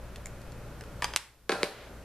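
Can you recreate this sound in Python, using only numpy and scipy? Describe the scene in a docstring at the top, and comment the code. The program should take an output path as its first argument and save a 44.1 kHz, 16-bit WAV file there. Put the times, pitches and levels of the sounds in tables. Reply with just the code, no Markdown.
"""Makeup cases on a table

Small plastic cases are handled in a small room, close to a microphone with two sound openings.
Faint ticks lead to a few clacks and a sharp snap; then an item rattles down on the tabletop,
knocks once more and slides a little. Each hit is a short crack plus the ringing of what was struck.
Room noise and electrical hum lie underneath; they dip after the snap and creep back."""
import sys
import numpy as np
from scipy import signal
from scipy.fft import rfft, irfft
from scipy.io import wavfile

SR = 44100
rng = np.random.default_rng(int(sys.argv[2]) if len(sys.argv) > 2 else 0)


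def int16_out(signal):
    """Quantize to a 16-bit WAV file."""
    q = np.round(np.clip(np.atleast_2d(signal).T, -1, 1) * 32767)
    wavfile.write(sys.argv[1], SR, q.astype(np.int16))


N = 90052

CASE_LAG_S = 0.000022  # sound from the cases reaches the right opening this much later


def undb(db):
    """Turn decibels into a number to multiply by."""
    return 10 ** (np.asarray(db) / 20)


def unit(x):
    """Scale a sound so that its energy is 1."""
    return x / np.sqrt(np.sum(x ** 2))


def shape(x, gain):
    """Multiply each frequency f in a sound by gain(f)."""
    size = 2 * x.shape[-1]
    f = np.fft.rfftfreq(size, 1 / SR) + 1
    return irfft(rfft(x, size) * gain(f), size)[..., :size // 2]


def colour(x, points):
    """Change the tone along a curve of (frequency_hz, gain_db) points."""
    hz, db = np.array(points).T
    return shape(x, lambda f: undb(np.interp(np.log(f), np.log(hz), db)))


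def lowpass(x, hz, order=2):
    """Dull a sound by turning down everything above hz."""
    return signal.sosfilt(signal.butter(order, min(hz, SR / 2 - 1), fs=SR, output="sos"), x)


def fade(fade_s):
    """A half-second curve that falls by 60 dB every fade_s seconds."""
    return np.exp(-np.log(1000) * np.arange(SR // 2) / SR / fade_s)


def ring(tones):
    """A struck object rings with several dying tones; every other pair starts upside down."""
    t = np.arange(SR // 2) / SR
    return unit(sum((-1) ** (k // 2) * undb(db) * unit(np.sin(2 * np.pi * hz * t) * fade(fade_s))
                    for k, (hz, db, fade_s) in enumerate(tones)))


def add(out, start_s, x):
    """Mix x into out, beginning at start_s."""
    i = int(start_s * SR)
    out[i:i + len(x)] += x[:N - i]


def diffuse(size, apart_hz=7900):
    """Noise from all around: alike at both openings in the bass, unrelated above about apart_hz."""
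    common, opposite = rng.standard_normal((2, size))
    apart = lambda f: np.clip(0.023 + f ** 2 / (f ** 2 + apart_hz ** 2), 0, .5)
    common = shape(common, lambda f: np.sqrt(1 - apart(f)))
    opposite = shape(opposite, lambda f: np.sqrt(apart(f)))
    return np.array([common + opposite, common - opposite])


def in_room(x, send, lag_s, echo_s=0.0085, echo_db=-12, build_up_s=0.003):
    """x arrives directly, lag_s later on the right, and off the nearest wall; send fills the room."""
    # the room's lingering sound, band by band: centre_hz, level_db, fade_s
    bands = [(150, 10, 0.19), (422, -15, 1), (930, 6, 0.45), (2520, 1, 0.42), (5700, 3.5, 0.37),
             (13500, 4, 0.33)]
    near = np.array([x, shape(x, lambda f: np.exp(-2j * np.pi * f * lag_s))])
    treble = x - lowpass(x, hz=1780, order=1)
    for channel, smear in zip(near, diffuse(SR // 2) * fade(0.023)):
        add(channel, echo_s, undb(echo_db) * signal.fftconvolve(treble, unit(smear)))
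    noise = diffuse(SR // 2)
    centres = np.log([row[0] for row in bands])
    tail = sum(undb(db) * fade(fade_s) * shape(noise, lambda f: np.interp(np.log(f), centres, band))
               for band, (_, db, fade_s) in zip(np.eye(len(bands)), bands))
    build_up = 1 - np.exp(-(np.arange(SR // 2) / SR / build_up_s) ** 2)
    tail = unit(tail * build_up) * np.sqrt(2)
    return near + signal.fftconvolve(send[None], tail)[:, :N]


def background(air_db=-47, hiss_db=-65, hum_waver=0.3, bass_hz=306):
    """Room noise and wavering electrical hum dip and return, the bass last, over a steady thin hiss."""
    # tone of the room noise: frequency_hz, gain_db
    air_tone = [(20, 0), (28, -6), (40, -16), (60, -3), (90, -3.5), (130, -1.5), (280, -11.5), (570, -11),
                (760, -17), (1400, -20), (1900, -23.5), (2600, -27.5), (3700, -30.5), (13400, -36),
                (15000, -44)]
    # narrow resonances in the room noise: pitch_hz, width_hz, lift_db
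    air_peaks = [(579, 19, 5), (1430, 120, 3.5), (2530, 89, 5)]
    # tones of the electrical hum: pitch_hz, level_db
    hum_tones = [(29, -54), (58.3, -48), (116.5, -51.5)]
    # how noise and hum rise and fall: time_s, bass_gain_db, rest_gain_db
    gains = [(0, -0.5, 1.5), (1.0, .5, 3), (1.15, -6, 4), (1.18, -17, -8), (1.33, -20.5, -17.5),
             (1.47, -15, -15), (1.62, -9, 11.5), (1.76, -14.5, 1.5), (1.84, -8.5, 1.5), (1.91, -3.5, 2),
             (2.04, -6, 1)]
    t = np.arange(N) / SR
    air = colour(diffuse(N), air_tone)
    lift_db = lambda f: sum(db / (1 + (2 * (f - hz) / width) ** 2) for hz, width, db in air_peaks)
    air = shape(air, lambda f: undb(lift_db(f)))
    air *= undb(air_db) / air.std()
    for hz, db in hum_tones:
        drift = shape(rng.standard_normal(N), lambda f: np.exp(-f / 6))
        waver = 1 + hum_waver * drift / drift.std()
        air += undb(db) * np.sqrt(2) * waver * np.sin(2 * np.pi * (hz * t + rng.random()))
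    times, bass_db, rest_db = np.array(gains).T
    bass = shape(air, lambda f: 1 / (1 + (f / bass_hz) ** 4))
    rest = (air - bass) * undb(np.interp(t, times, rest_db))
    return bass * undb(np.interp(t, times, bass_db)) + rest + undb(hiss_db) * diffuse(N)


def handling_ticks(ring_s=0.011, scuff_s=0.016, scuff_db_per_octave=-7.5, room_db=-12.5):
    """Faint handling ticks, the loudest followed by its quick echo: each is two tones and a scuff."""
    # handling ticks and, at 0.269 s, the echo of the loudest:
    # start_s, level_db, low_pitch_hz, high_pitch_hz, high_gain_db, scuff_gain_db, scuff_hz
    ticks_and_echo = [(0.1594, -24.5, 1960, 2680, 3, 3.5, 3560), (0.2585, -12.5, 2160, 7050, 5.5, -8, 6560),
                      (0.2690, -24.5, 2200, 7100, -5, -1, 8500), (0.4160, -36, 4500, 7000, -3, 4.5, 5500),
                      (0.5208, -30.5, 4440, 7000, 0, -3, 6500),
                      (0.8097, -23.5, 1730, 3900, -7.5, 1.5, 2900),
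                      (0.8380, -28.5, 1410, 3600, -7, 1.5, 3000)]
    out = np.zeros(N)
    for start_s, db, low_hz, high_hz, high_db, scuff_db, scuff_hz in ticks_and_echo:
        noise = rng.standard_normal(SR // 2)
        scuff = shape(noise, lambda f: undb(scuff_db_per_octave * abs(np.log2(f / scuff_hz))))
        tone = ring([(low_hz, 0, ring_s), (high_hz, high_db, ring_s * .5)])
        add(out, start_s, undb(db) * (tone + undb(scuff_db) * unit(scuff * fade(scuff_s))))
    return in_room(out, undb(room_db) * out, CASE_LAG_S)


def crack(tone_curve, spread_s=0.000518, spread_hz=6370):
    """The click of contact. It travels as a bend in the object, which carries treble sooner than bass."""
    hz, db = np.array(tone_curve).T
    f = np.fft.rfftfreq(SR // 2, 1 / SR) + 1
    # these three steps pack the energy at the start of the click without changing its tone
    cepstrum = irfft(np.log(undb(np.interp(np.log(f), np.log(hz), db))))
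    cepstrum[1:] *= 2
    cepstrum[len(cepstrum) // 2:] = 0
    delay_cycles = spread_s * spread_hz * (1 - np.exp(-f / spread_hz))
    click = irfft(np.exp(rfft(cepstrum) - 2j * np.pi * delay_cycles))
    return unit(click * np.linspace(1, 0, SR // 2))


def hits(events, tones, crack_tone, scatter_s, scatter_db, bass_hz, lag_s):
    """Each hit cracks and rings, and nearby things scatter its sound; softer contact rings duller."""
    out, send = np.zeros((2, N))
    ringing, contact = ring(tones), crack(crack_tone)
    bass = lowpass(ringing, bass_hz, order=1)
    low_cut = signal.butter(2, 168, "high", fs=SR, output="sos")  # small things give off little bass
    for start_s, db, bright_hz, bass_db, crack_db, room_db in events:
        body = lowpass(ringing + (undb(bass_db) - 1) * bass, bright_hz)
        hit = signal.sosfilt(low_cut, undb(db) * (body + undb(crack_db) * contact))
        tiny_echoes = unit(rng.standard_normal(SR // 2) * fade(scatter_s))
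        scatter = signal.fftconvolve(hit, tiny_echoes)[:len(hit)]
        add(out, start_s, hit + undb(scatter_db) * scatter)
        add(send, start_s, undb(room_db) * hit)
    return in_room(out, send, lag_s)


def case_clacks():
    """Plastic cases meet in a few clacks; the last, nearly all crack, is the sharp snap."""
    # the clacks: start_s, level_db, brightness_hz, bass_gain_db, crack_gain_db, room_gain_db
    clacks = [(1.0220, -1, 2220, -3.5, -9, 2), (1.0237, 0.5, 1800, 6.5, -31, -18),
              (1.0436, 2.5, 6260, 3.5, -7.5, -14), (1.1368, -8, 3500, 2.5, -15, -7),
              (1.1617, -6.5, 4200, -30, 11.5, -12.5)]
    # ringing tones of a plastic case: pitch_hz, level_db, fade_s
    tones = [(859, -10, 0.11), (950, -5.5, 0.024), (1150, -6, 0.023), (1315, -22.5, .015),
             (1750, -1.5, 0.0064), (2230, -8, 0.017), (2600, -5.5, 0.0037), (3106, -3.5, .007),
             (4860, 5, 0.012), (6160, 3.5, 0.011), (7400, -3, 0.0033)]
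    # tone of the crack on a case: frequency_hz, gain_db
    crack_tone = [(150, -29.5), (500, -19), (1000, -7), (2000, 1), (3200, -1), (5000, -3), (6800, -7),
                  (7800, -5), (10500, -9), (14000, -21.5)]
    return hits(clacks, tones, crack_tone,
                scatter_s=0.019, scatter_db=-4.5, bass_hz=1400, lag_s=CASE_LAG_S)


def table_knocks():
    """An item lands, rocks and knocks once more, making the tabletop ring."""
    # the knocks: start_s, level_db, brightness_hz, bass_gain_db, crack_gain_db, room_gain_db
    knocks = [(1.4935, -3, 3000, -5.5, -1.5, -4), (1.4953, 5, 2300, -2, -13.5, -3),
              (1.4977, -10, 2510, -1.5, -5, 4.5), (1.5068, -7, 1970, -19, -13, -8),
              (1.5108, -16, 6030, -12.5, -7, -17), (1.5187, -13, 5000, -6.5, 6.5, -4.5),
              (1.5218, -3, 1210, -3.5, -4, -6), (1.5248, -4, 2200, 1, -9.5, 4.5),
              (1.6314, 3, 620, -1.5, 0, -8)]
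    # ringing tones of the tabletop with the item on it: pitch_hz, level_db, fade_s
    tones = [(197, -5, 0.04), (308, -5.5, 0.042), (401, -0.5, 0.0345), (455, 0.5, .035), (430.7, -10, 0.39),
             (587, -5, 0.32), (652, -9.5, 0.088), (774, -8, 0.62), (1080, -16, 0.019), (1355, -2, .02),
             (1600, -39, 0.3), (1750, -10.5, 0.011), (2562, -6.5, 0.036), (4170, -22, 0.036)]
    # tone of the crack on the table: frequency_hz, gain_db
    crack_tone = [(150, -12), (500, -5.5), (1000, -7.5), (1700, 1), (2500, 1), (3200, -2), (4250, 1),
                  (6000, -9.5), (7700, -11), (10000, -9.5), (14000, -25)]
    return hits(knocks, tones, crack_tone, scatter_s=0.016, scatter_db=-9.5, bass_hz=700, lag_s=0.00004)


def slide(peak_s=1.81, swell_s=0.09, level_db=-53.5, centre_hz=2390):
    """The item slides a little on the table: a faint rub that swells and fades."""
    rub = shape(diffuse(N), lambda f: undb(-7 * np.log2(f / centre_hz) ** 2))
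    swell = np.exp(-((np.arange(N) / SR - peak_s) / swell_s) ** 2)
    return undb(level_db) * rub / rub.std() * swell


def scene():
    """Add all the sounds together in stereo."""
    return case_clacks() + table_knocks() + handling_ticks() + slide() + background()


def record(dry, top_hz=14300):
    """The microphone's left opening sounds a little fuller, its right brighter; the top treble is cut."""
    left = colour(dry[0], [(200, 1.0), (2000, -0.84), (5000, -1.93)])
    right = colour(dry[1], [(200, -0.2), (2000, -0.77), (5000, -1.57)])
    top_cut = signal.ellip(8, .2, 70, top_hz, fs=SR, output="sos")
    return signal.sosfilt(top_cut, np.array([left, right]))


dry = scene()
out = record(dry)
int16_out(out)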